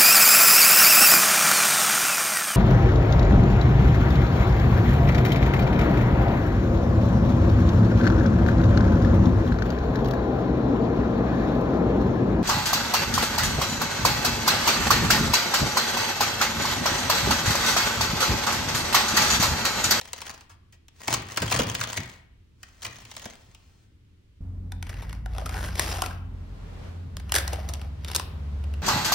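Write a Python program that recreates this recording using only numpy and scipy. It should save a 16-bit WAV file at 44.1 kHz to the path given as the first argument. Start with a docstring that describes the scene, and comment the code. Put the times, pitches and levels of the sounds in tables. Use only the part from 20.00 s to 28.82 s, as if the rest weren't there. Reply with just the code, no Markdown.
"""Old glued carpet crackles and rips off a wooden floor, close by in a bare room: fibres snap, the glue
lets go in patches and the lifted sheet booms over its hollow. In a second scene a gloved hand prises
brittle flakes from the hard layer beneath, drags one over the boards and snaps off the next. Each break
is an avalanche of tiny cracks that rings the piece coming loose. Behind the flakes two distant engines
drone through the walls, one settling to a steady speed, the other gathering pace."""
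import sys
import numpy as np
from scipy import signal
from scipy.fft import rfft, irfft
from scipy.io import wavfile
from scipy.ndimage import uniform_filter1d

SR = 44100
rng = np.random.default_rng(int(sys.argv[2]) if len(sys.argv) > 2 else 0)


def to_wav(s):
    """Save 16-bit WAV."""
    ch = np.atleast_2d(s).T  # columns
    pcm = np.round(np.clip(ch, -1, 1) * 32767)  # PCM
    wavfile.write(sys.argv[1], SR, pcm.astype(np.int16))


N = 388962
TIME, HZ = np.arange(N) / SR, np.fft.rfftfreq(N, 1 / SR)
SCENE_CHANGE_S, BAND_LIMIT_HZ = 4.405, 15950
FIRM_DB = -30  # reference level of a firm push or break

# Patches of glue letting go. Each row: start in seconds, relative level in dB, ring in Hz,
# decay time in seconds.
GLUE_RIPS = [(0.0124, -36.5, 3480, 0.0014), (0.132, -30, 11000, 0.00067), (0.217, -35, 2227, 0.0014),
             (0.495, -46.5, 1170, 0.03), (0.724, -51.5, 2400, 0.022), (1.08, -22, 920, 0.0024),
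             (1.128, -27, 2730, 0.035), (1.139, -20.5, 6660, 0.0059), (1.372, -21, 1500, 0.005),
             (1.419, -23, 330, 0.014), (1.511, -20.5, 920, 0.018), (1.523, -21, 2500, 0.0022),
             (1.54, -26.5, 600, 0.0037), (1.59, -20, 496, 0.0033), (1.598, -22.5, 228, 0.0049),
             (1.75, -25.5, 2770, 0.0017), (1.811, -24.5, 1620, 0.0044), (1.974, -25.5, 2000, 0.00068),
             (2.631, -41, 1755, 0.002), (2.827, -38, 5000, 0.0066), (2.8486, -30, 2320, 0.0047),
             (3.222, -45.5, 649, 0.0052), (3.255, -35.5, 655, 0.0037)]
# Loose pieces striking the boards. Each row: start in seconds, relative level in dB, pitch in Hz.
BOARD_KNOCKS = [(3.258, -41, 249), (4.721, -43, 791), (5.261, -40, 738), (5.349, -45, 663),
                (5.383, -37, 767), (5.42, -37, 643), (5.546, -37.5, 740), (5.985, -36, 710),
                (6.021, -28, 738), (7.343, -35, 1660), (7.363, -29, 1570), (7.53, -47, 746),
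                (7.584, -41, 620), (7.697, -39, 673)]
# Direct sound at the two microphone ports. Each row: frequency in Hz, left minus right level in dB.
PORT_BALANCE = [(150, 0), (500, 3.5), (1000, 4.5), (2700, 1.5), (5000, 1.5), (8000, 1)]


def amp(db):
    """Amplitude ratio of a level in decibels."""
    return 10 ** (np.asarray(db) / 20)


def unit(x):
    """Normalisation to an rms of 1."""
    return x / np.sqrt(np.mean(x ** 2) + 1e-20)


def read(points, hz):
    """Interpolation of a table on a logarithmic frequency axis."""
    f, value = np.transpose(points)
    return np.interp(np.log(hz + 1), np.log(f + 1), value)


def bump(hz, centre_hz, octaves):
    """A resonance peak of height 1, with its half-width in octaves."""
    return 1 / (1 + (np.log2((hz + 1) / centre_hz) / octaves) ** 2)


def low_cut(hz, edge_hz):
    """Radiation loss in dB: small bodies radiate little bass."""
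    return -10 * np.log10(1 + (edge_hz / (hz + 10)) ** 4)


def dulled(hz, dull_hz):
    """Absorption as a gain: reflections lose their treble."""
    return 1 / np.sqrt(1 + (hz / dull_hz) ** 8)


def colour(x, shape_db):
    """Minimum-phase filtering by a gain in dB given as a function of frequency."""
    log_gain = np.log(amp(shape_db(abs(np.fft.fftfreq(2048, 1 / SR)))))
    taps = np.fft.ifft(np.exp(np.conj(signal.hilbert(log_gain)))).real
    return signal.oaconvolve(x, taps[:len(taps) // 2])[:len(x)]


def noise(spectrum):
    """Stationary noise of a given spectrum."""
    return unit(irfft(rfft(rng.standard_normal(N)) * amp(read(spectrum, HZ) + low_cut(HZ, 25)), N))


def waver(depth_db, rate_hz):
    """Slow random amplitude modulation, as a gain."""
    drift = irfft(rfft(rng.standard_normal(N)) * np.exp(-(HZ / rate_hz) ** 2), N)
    return amp(depth_db * unit(drift))


def strokes(rows, attack_db_per_s, release_db_per_s):
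    """Envelopes add in power: each sets in, changes by its swell over its length and dies away."""
    t, power = TIME[::32], 0
    for start, length, db, swell_db in rows:
        progress = np.clip((t - start) / length, 0, 1)
        before, after = np.maximum(start - t, 0), np.maximum(t - start - length, 0)
        fade_db = attack_db_per_s * before + release_db_per_s * after
        power = power + amp(db + swell_db * (progress - .5) - fade_db) ** 2
    return np.interp(TIME, t, np.sqrt(power))


def apart(pair, hz):
    """Spatial coherence: two independent spectra mix so that the ports agree only for long waves."""
    mid, side = pair[0], pair[1] * hz / np.hypot(hz, 500)
    return np.array([mid + side, mid - side]) / np.sqrt(1 + hz ** 2 / (hz ** 2 + 500 ** 2))


def ports(x, phase, early_db, early_s, dull_hz):
    """Multipath: a near sound reaches each port with its own phase, level and early reflections."""
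    hz, t = np.fft.rfftfreq(len(x), 1 / SR), np.arange(len(x)) / SR
    left = amp(read(PORT_BALANCE, hz) / 2) * np.exp(.5j * read(phase, hz))
    direct = np.array([left, 1 / left])
    echoes = unit(rng.standard_normal((2, len(x))) * np.exp(-t / early_s) * (1 - np.exp(-2 * t / early_s)))
    paths = direct + amp(early_db) * apart(rfft(echoes), hz) / np.sqrt(len(x)) * dulled(hz, dull_hz)
    return unit(irfft(rfft(x) * paths / np.sqrt(np.mean(abs(direct) ** 2, axis=0))))


def room(x, tail_db, dull_hz):
    """Reverberation: the direct sound is followed by a tail that decays exponentially in each band."""
    # Each row: frequency in Hz, time to decay by 60 dB in seconds.
    reverb_times = [(1200, 0.65), (3000, 0.59), (7000, 0.15), (15000, 0.49)]
    hz, t, spectra = signal.stft(rng.standard_normal((2, SR)), SR, nperseg=256)
    hz = hz[:, None]
    balance = amp(np.multiply.outer([1, -1], read(PORT_BALANCE, hz) / 4))
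    envelope = amp(-60 * t / read(reverb_times, hz)) * (1 - np.exp(-t / 0.00095))
    spectra = apart(spectra, hz) * balance * dulled(hz, dull_hz) * envelope
    tail = unit(signal.istft(spectra, SR, nperseg=256)[1]) / np.sqrt(SR)
    return x + amp(tail_db) * signal.fftconvolve(x, tail, axes=1)[:, :N]


def diffuse(spectrum):
    """A diffuse field: noise from all round, whose coherence between the ports follows a sinc law."""
    coherence = np.sinc(HZ / 480)
    mid, side = (irfft(rfft(noise(spectrum)) * np.sqrt((1 + sign * coherence) / 2), N) for sign in (1, -1))
    return np.array([mid + side, mid - side])


def room_tone():
    """The quiet room holds a faint diffuse rumble."""
    # Each row: frequency in Hz, relative spectral density in dB.
    spectrum = [(25, -11), (55, -5), (90, -2), (135, -15), (350, -22.5), (700, -40), (3000, -37.5),
                (14000, -56.5)]
    return amp(-56) * diffuse(spectrum)


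def engine(firing_hz, gain, waver_db, throb=0):
    """Transmission loss: only the lowest harmonics of an engine's firing rate pass the walls."""
    # Each row: multiple of the firing rate, relative level in dB.
    harmonics = [(1, -1), (2, -20), (3, -23)]
    phase = 2 * np.pi * np.cumsum(firing_hz) / SR
    drone = sum(amp(db) * waver(waver_db, rate_hz=1.6) * np.sin(k * phase) for k, db in harmonics)
    return np.sqrt(2) * (gain * drone + throb * np.sin(phase / 2))


def street():
    """Two firing rates relax exponentially, one down to idle and one upwards, over muffled tyre rumble."""
    # The waves of each drone, and the steady engine's throb at half its firing rate.
    # Each row: start in seconds, length in seconds, relative level in dB, swell in dB.
    steady_waves = [(4.41, 0.43, -36, -3.5), (5.45, 0.88, -36.5, -0.5), (6.92, 0.11, -37, 2),
                    (7.4, 1.7, -40, -1)]
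    rising_waves = [(5.0, 0.74, -31, -2), (7.25, 0.54, -36.5, 4.5), (8.4, 0.65, -29, -1)]
    throbs = [(4.9, 1.91, -42, -0.5)]
    # Each row: frequency in Hz, relative spectral density in dB.
    tyre_spectrum = [(22, -43.5), (42, 5), (95, 2.5), (190, -4.5), (400, -20.5), (2000, -40), (14000, -57)]
    idle_hz, excess_hz, settle_s = 87.13, 3.6, 0.346
    start_hz, top_hz, speed_up_s = 47.25, 76, 2.3
    t = np.maximum(TIME - SCENE_CHANGE_S, 0)
    steady_hz = idle_hz + excess_hz * np.exp(-t / settle_s)
    rising_hz = top_hz + (start_hz - top_hz) * np.exp(-t / speed_up_s)
    waves = lambda rows: strokes(rows, attack_db_per_s=73, release_db_per_s=29.5)
    throb = strokes(throbs, attack_db_per_s=0.5, release_db_per_s=150)
    steady = engine(steady_hz, waves(steady_waves), waver_db=0.64, throb=throb)
    rising = engine(rising_hz, waves(rising_waves), waver_db=3.5)
    return steady + rising + amp(-41.5) * diffuse(tyre_spectrum)


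def glove():
    """Friction noise: a woollen glove brushes softly over the floor."""
    # Each row: start in seconds, length in seconds, relative level in dB, swell in dB.
    brushes = [(6.4, 0.46, -51.5, 9.5), (7.1, 1.7, -54, 8.5)]
    # Each row: frequency in Hz, relative spectral density in dB.
    wool_spectrum = [(240, -13.5), (400, -3), (867, -8.5), (4260, -22), (10000, -35.5), (15000, -43.5)]
    return amp(-0.5) * strokes(brushes, attack_db_per_s=42.5, release_db_per_s=54) * diffuse(wool_spectrum)


def knocks(rows, hear, size=8192):
    """Damped modes: a loose flake rocks against the boards and rings, sagging in pitch as it settles."""
    # Each row: multiple of the pitch, relative level in dB, time to decay by 60 dB in seconds.
    modes = [(0.999, 7.5, 0.03), (1.23, -7.5, 0.084), (1.85, -3, 0.039)]
    sag_share, sag_s = 0.095, 0.0024
    out, t = np.zeros((2, N + size)), np.arange(size) / SR
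    onset = 1 - np.exp(-t / .001)
    for start, db, hz in rows:
        phase = 2 * np.pi * np.cumsum(hz * (1 + sag_share * np.exp(-t / sag_s))) / SR
        ring = sum(amp(mode_db - 60 * t / t60) * np.sin(phase * k) for k, mode_db, t60 in modes)
        at = round(start * SR)
        out[:, at:at + size] += amp(db) * hear(ring * onset) * np.sqrt(SR / 100 / size)
    return out[:, :N]


def avalanche(length, first_share, size=4096):
    """Acoustic emission: a first crack and a dying rush of uneven ones, whitened to a flat spectrum."""
    t, length = np.arange(size) / SR, max(length, 2 / SR)
    cracks = rng.standard_normal(size) * amp(3.9 * rng.standard_normal(size))
    burst = unit(cracks * np.exp(-(t / length) ** 1.32))
    burst[0] += first_share * np.sqrt(size) * np.exp(-length / 0.002)
    broad_db = 10 * np.log10(uniform_filter1d(abs(rfft(burst)) ** 2, size=200) + 1e-20)
    return unit(colour(burst, lambda f: -np.interp(f, np.fft.rfftfreq(size, 1 / SR), broad_db)))


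def crackle(spectrum, effort, hear, per_s, spread_db, grain_s, hiss_db, spots=20):
    """Shot noise: tiny breaks come in clumps from spots that each have a resonance, over a fine hiss."""
    spot_db, clump_db = 11, 2.8
    out = np.zeros((2, N))
    shape = lambda f: read(spectrum, f) + low_cut(f, 190)
    for _ in range(spots):
        sizes = amp(spread_db * np.minimum(rng.exponential(1, N), 2.8))
        activity = np.repeat(rng.exponential(1, N // (SR // 10) + 1), SR // 10)[:N]
        breaks = sizes * (rng.random(N) < activity * per_s / spots / SR)
        spot_hz = 500 * 2 ** rng.uniform(0, 4.5)
        tone = lambda f: shape(f) + spot_db * bump(f, spot_hz, octaves=.07)
        grain = colour(avalanche(grain_s, first_share=.5, size=2048), tone)
        out += signal.oaconvolve(breaks[None], hear(np.roll(grain, 32)), axes=1)[:, :N]
    clumps = amp(clump_db * unit(uniform_filter1d(rng.standard_normal(N), size=260)))
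    hiss = unit(hear(colour(rng.standard_normal(N), shape)))
    rough = unit((unit(out) + amp(hiss_db) * hiss) * clumps)
    # A light touch only rubs; things start to break as the effort grows.
    breaking = effort ** 2 / (effort ** 2 + amp(-55) ** 2)
    return effort * (breaking * rough + np.sqrt(1 - breaking ** 2) * hiss)


def brightness(rows, firm_db, per_db, per_octave_db):
    """Spectral tilt: the treble of each break, in dB, follows its level and the pitch of its piece."""
    _, db, ring_hz, _ = np.transpose(rows)
    return firm_db + per_db * (db - FIRM_DB) + per_octave_db * np.log2(ring_hz / 1000)


def fractures(rows, treble, spectrum, hear, bend_s, ring_db, ring_octaves, first_share, size=4096):
    """Impulse excitation: each break is one avalanche that rings the piece coming loose."""
    out, hz = np.zeros((2, N + size)), np.fft.rfftfreq(size, 1 / SR)
    lead = 32  # samples of room ahead of each crack
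    # Dispersion: bending-wave speed grows as the root of frequency, so each crack chirps downwards.
    delay = bend_s * np.maximum(np.sqrt(1000 / (hz + 50)) - .3, 0)
    dispersion = np.exp(-2j * np.pi * np.cumsum(delay) * SR / size)
    for (start, db, ring_hz, length), treble_db in zip(rows, treble):
        peak_db = ring_db - 2 * np.log2(ring_hz / 1000)  # small, high pieces ring less
        bass_edge_hz = min(.25 * ring_hz, 517)
        tilt = lambda f: read([(2000, 0.02), (7000, treble_db)], f)
        ring = lambda f: peak_db * bump(f, ring_hz, ring_octaves)
        shape = lambda f: read(spectrum, f) + tilt(f) + ring(f) + low_cut(f, bass_edge_hz)
        burst = colour(avalanche(length, first_share), shape)
        snap = irfft(rfft(burst) * dispersion * (hz < BAND_LIMIT_HZ))
        at = max(round(start * SR) - lead, 0)
        out[:, at:at + size] += amp(db) * hear(np.roll(snap, lead)) * np.sqrt(SR / 100 / size)
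    return out[:, :N]


def scraping(flake_spectrum, hear):
    """Sliding friction: a pushed flake grinds and rings, and under a firm push its sharp edge rasps."""
    # Each row: start in seconds, length in seconds, relative level in dB, swell in dB, ring in Hz.
    scrapes = [(4.882, 0.26, -46, -2, 1880), (5.344, 0.2, -41, 3, 720), (5.533, 0.14, -32.5, 4, 1490),
               (5.791, 0.14, -27.5, -2, 5000), (5.96, 0.048, -32, -2.5, 880),
               (6.04, 0.098, -37, -13.5, 1290), (7.341, 0.05, -34, 0.5, 1620),
               (7.477, 0.37, -42.5, -10.5, 694), (8.075, 0.11, -37.5, 4.5, 3700)]
    # Each row: frequency in Hz, relative spectral density in dB.
    grit_spectrum = [(100, -5), (330, 3.5), (600, 3), (950, 1), (1700, -1.5), (2800, -5), (4000, -10.5),
                     (5400, -8.5), (8500, -17.5), (12500, -18), (15500, -11)]
    ring_db, ring_octaves, rasp_exponent = 7.5, 0.28, 1.7
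    powers = [strokes([row[:4]], attack_db_per_s=262, release_db_per_s=207.5) ** 2 for row in scrapes]
    total = sum(powers) + 1e-20
    push = np.sqrt(total)
    grit = crackle(grit_spectrum, push, hear, per_s=600, spread_db=5.2, grain_s=.0004, hiss_db=-15)
    grind = 0
    for power, (*_, ring_hz) in zip(powers, scrapes):
        ring = lambda f: ring_db * bump(f, ring_hz, ring_octaves)
        grind = grind + power / total * np.array([colour(port, ring) for port in grit])
    edge = amp(-41.5) * (push / amp(FIRM_DB)) ** rasp_exponent
    rasp = crackle(flake_spectrum, edge, hear, per_s=4000, spread_db=3, grain_s=.0005, hiss_db=-8, spots=6)
    return amp(-7.5) * grind + rasp


def flakes():
    """Brittle fracture: the hard layer snaps and chips, and loose pieces scrape and knock on the boards."""
    # Each row: start in seconds, relative level in dB, ring in Hz, decay time in seconds.
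    cracks = [(4.7204, -41, 2850, 0.0016), (4.8264, -37.5, 2190, 0.0018), (4.8931, -38.5, 1880, 0.0084),
              (5.021, -40.5, 890, 0.016), (5.1284, -41, 1640, 0.0023), (5.2598, -42.5, 1470, 0.0011),
              (5.3827, -37.5, 1300, 0.0006), (5.459, -32, 1320, 0.0063), (5.4924, -36.5, 1280, 0.0027),
              (5.7952, -20.5, 1800, 0.0014), (6.0205, -23.5, 1100, 0.0005), (6.0612, -33, 2780, 0.0021),
              (7.1687, -38, 3780, 0.0015), (7.321, -22, 1970, 0.0015), (7.3405, -23.5, 1630, 0.0056),
              (7.3521, -20.5, 2500, 0.0028), (7.3602, -19, 1680, 0.0045), (7.3675, -25, 1620, 0.033),
              (7.383, -25, 1600, 0.0039), (7.4782, -31.5, 5250, 0.0015), (7.5304, -29.5, 785, 0.0073),
              (7.6881, -35, 5460, 0.0098), (7.7365, -34.5, 5570, 0.0026), (8.0472, -38, 3530, 0.00052),
              (8.082, -37, 3700, 0.0079), (8.115, -36, 3630, 0.002), (8.1487, -26, 4000, 0.0018),
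              (8.1545, -26.5, 4900, 0.0012), (8.1615, -21, 5070, 0.0021), (8.1971, -30, 1120, 0.0009)]
    # Each row: start in seconds, relative level in dB.
    chips = [(4.868, -46.5), (4.941, -47), (4.968, -51.5), (5.094, -46), (5.349, -48), (5.398, -49),
             (5.681, -46), (5.755, -37.5), (7.198, -46.5), (7.294, -43.5), (7.54, -42), (7.746, -46),
             (7.815, -43.5), (8.639, -48), (8.738, -45.5)]
    # Each row: frequency in Hz, relative spectral density in dB.
    spectrum = [(100, -12.5), (330, 8), (600, 6), (950, 5), (1700, 0.5), (2800, 1), (4000, 2), (5400, 3),
                (8500, 3), (12500, -2.5), (15500, 1.5)]
    # Each row: frequency in Hz, phase lead of the left port in radians.
    port_phase = [(300, 0), (1000, 1), (1900, 0), (5800, 0), (7000, -3.1), (8300, -3.5), (10500, -6.2),
                  (12000, -6.4), (14000, -9.3)]
    chip_hz, chip_s, dull_hz = 2730, 0.0034, 10640
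    hear = lambda x: ports(x, port_phase, early_db=-5.5, early_s=0.0019, dull_hz=dull_hz)
    breaks = cracks + [(start, db, chip_hz, chip_s) for start, db in chips]
    treble = brightness(breaks, firm_db=-4.0, per_db=0.5, per_octave_db=2.0)
    snaps = fractures(breaks, treble, spectrum, hear,
                      bend_s=.002, ring_db=11, ring_octaves=.24, first_share=1.4)
    scrapes = scraping(spectrum, hear)
    loose = knocks([row for row in BOARD_KNOCKS if row[0] > SCENE_CHANGE_S], hear)
    return room(snaps + scrapes + loose, tail_db=-12.5, dull_hz=dull_hz)


def boom():
    """Cavity resonance: the lifted sheet heaves over its hollow, and every rip gives it a thump."""
    # Each row: resonance in Hz, bandwidth in Hz, relative level in dB.
    hollow_modes = [(73, 50, 4.5), (110, 15, 14), (178, 10, -3), (233.5, 120, -5.5)]
    # Each row: start in seconds, length in seconds, relative level in dB, swell in dB.
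    heaves = [(1.1, 0.087, -36.5, 4), (1.425, 0.048, -28.5, -11), (1.54, 0.11, -32.5, 1),
              (1.67, 0.18, -40.5, -5), (1.99, 0.067, -37.5, -13), (2.86, 0.37, -57, -19),
              (3.49, 0.032, -60, -9), (3.88, 0.19, -64, -0.5)]
    body = sum(amp(db) / (1 + 1j * (HZ ** 2 - hz ** 2) / (width * (HZ + 1)))
               for hz, width, db in hollow_modes)
    bass_band = HZ / (HZ - 60j) / (1 + 1j * HZ / 450) ** 3
    ringing = lambda x: unit(irfft(rfft(x) * body * bass_band, N))
    start, db, ring_hz, _ = np.transpose(GLUE_RIPS)
    thumps = amp(db - 5 * np.log2(ring_hz))  # large, low-ringing patches thump harder
    jolts = np.bincount(np.round(start * SR).astype(int), thumps, N)
    heave = strokes(heaves, attack_db_per_s=905.5, release_db_per_s=122)
    return ringing(rng.standard_normal(N)) * heave + amp(-52.5) * ringing(jolts)


def carpet():
    """Peeling fracture: each tug makes the backing fibres crackle, while the glue rips in patches."""
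    # Each row: start in seconds, length in seconds, relative level in dB, swell in dB.
    tugs = [(0, 0.31, -38, 7.5), (1.02, 0.032, -35, 7), (1.12, 0.05, -23, -12), (1.26, 0.075, -35, 7.5),
            (1.39, 0.2, -26.5, 14.5), (1.64, 0.32, -28.5, 4), (2.0, 0.15, -41.5, -13.5),
            (2.64, 0.12, -52, -3.5), (2.85, 0.05, -38.5, -8), (2.9, 0.4, -40, 6), (3.4, 0.44, -56.5, -7.5)]
    # Each row: start in seconds, relative level in dB.
    fibre_snaps = [(.266, -40), (.409, -48.5), (.883, -51), (1.287, -44), (1.362, -37), (1.4967, -40),
                   (1.564, -33), (1.6334, -33), (1.838, -28), (2.82, -42.5), (2.865, -35.5), (2.958, -48),
                   (3.052, -46), (3.114, -41), (3.166, -36.5), (3.196, -45), (3.548, -49.5)]
    # Each row: frequency in Hz, relative spectral density in dB.
    spectrum = [(100, -4), (330, -3.5), (600, -4.5), (950, -3), (1700, -4.5), (2800, -6), (4000, -7),
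                (5400, -6), (8500, -5.5), (12500, -14.5), (15500, -2.5)]
    # Each row: frequency in Hz, phase lead of the left port in radians.
    port_phase = [(4500, 0), (6500, 1.6), (10500, 3.1), (13500, 3.2), (16000, 4)]
    fibre_hz, fibre_s = 2970, 0.00078
    dull_hz = 6700  # carpet absorbs more treble than bare boards
    hear = lambda x: ports(x, port_phase, early_db=-0.5, early_s=0.0038, dull_hz=dull_hz)
    pull = strokes(tugs, attack_db_per_s=295, release_db_per_s=174)
    breaks = GLUE_RIPS + [(start, db, fibre_hz, fibre_s) for start, db in fibre_snaps]
    treble = brightness(breaks, firm_db=-0.5, per_db=-0.07, per_octave_db=1.5)
    rips = fractures(breaks, treble, spectrum, hear,
                     bend_s=.005, ring_db=9.5, ring_octaves=.3, first_share=.85)
    fibres = crackle(spectrum, pull, hear, per_s=350, spread_db=6.4, grain_s=.00035, hiss_db=-20)
    loose = knocks([row for row in BOARD_KNOCKS if row[0] < SCENE_CHANGE_S], hear)
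    return room(rips + loose + amp(-7.0) * fibres, tail_db=-11.5, dull_hz=dull_hz)


def scene():
    """Superposition in two scenes: first the carpet, then the flakes with the street behind them."""
    crossfade = np.clip((TIME - SCENE_CHANGE_S) * 200, 0, 1)  # lasts 5 ms
    first = carpet() + boom() + room_tone()
    second = flakes() + street() + glove()
    return (1 - crossfade) * first + crossfade * second


def record(dry):
    """Band limiting: a steep low-pass filter removes the highest treble."""
    low_pass = signal.firwin(511, BAND_LIMIT_HZ, window=("kaiser", 9), fs=SR)
    return signal.oaconvolve(dry, low_pass[None], "same")


dry = scene()
out = record(dry)
to_wav(out)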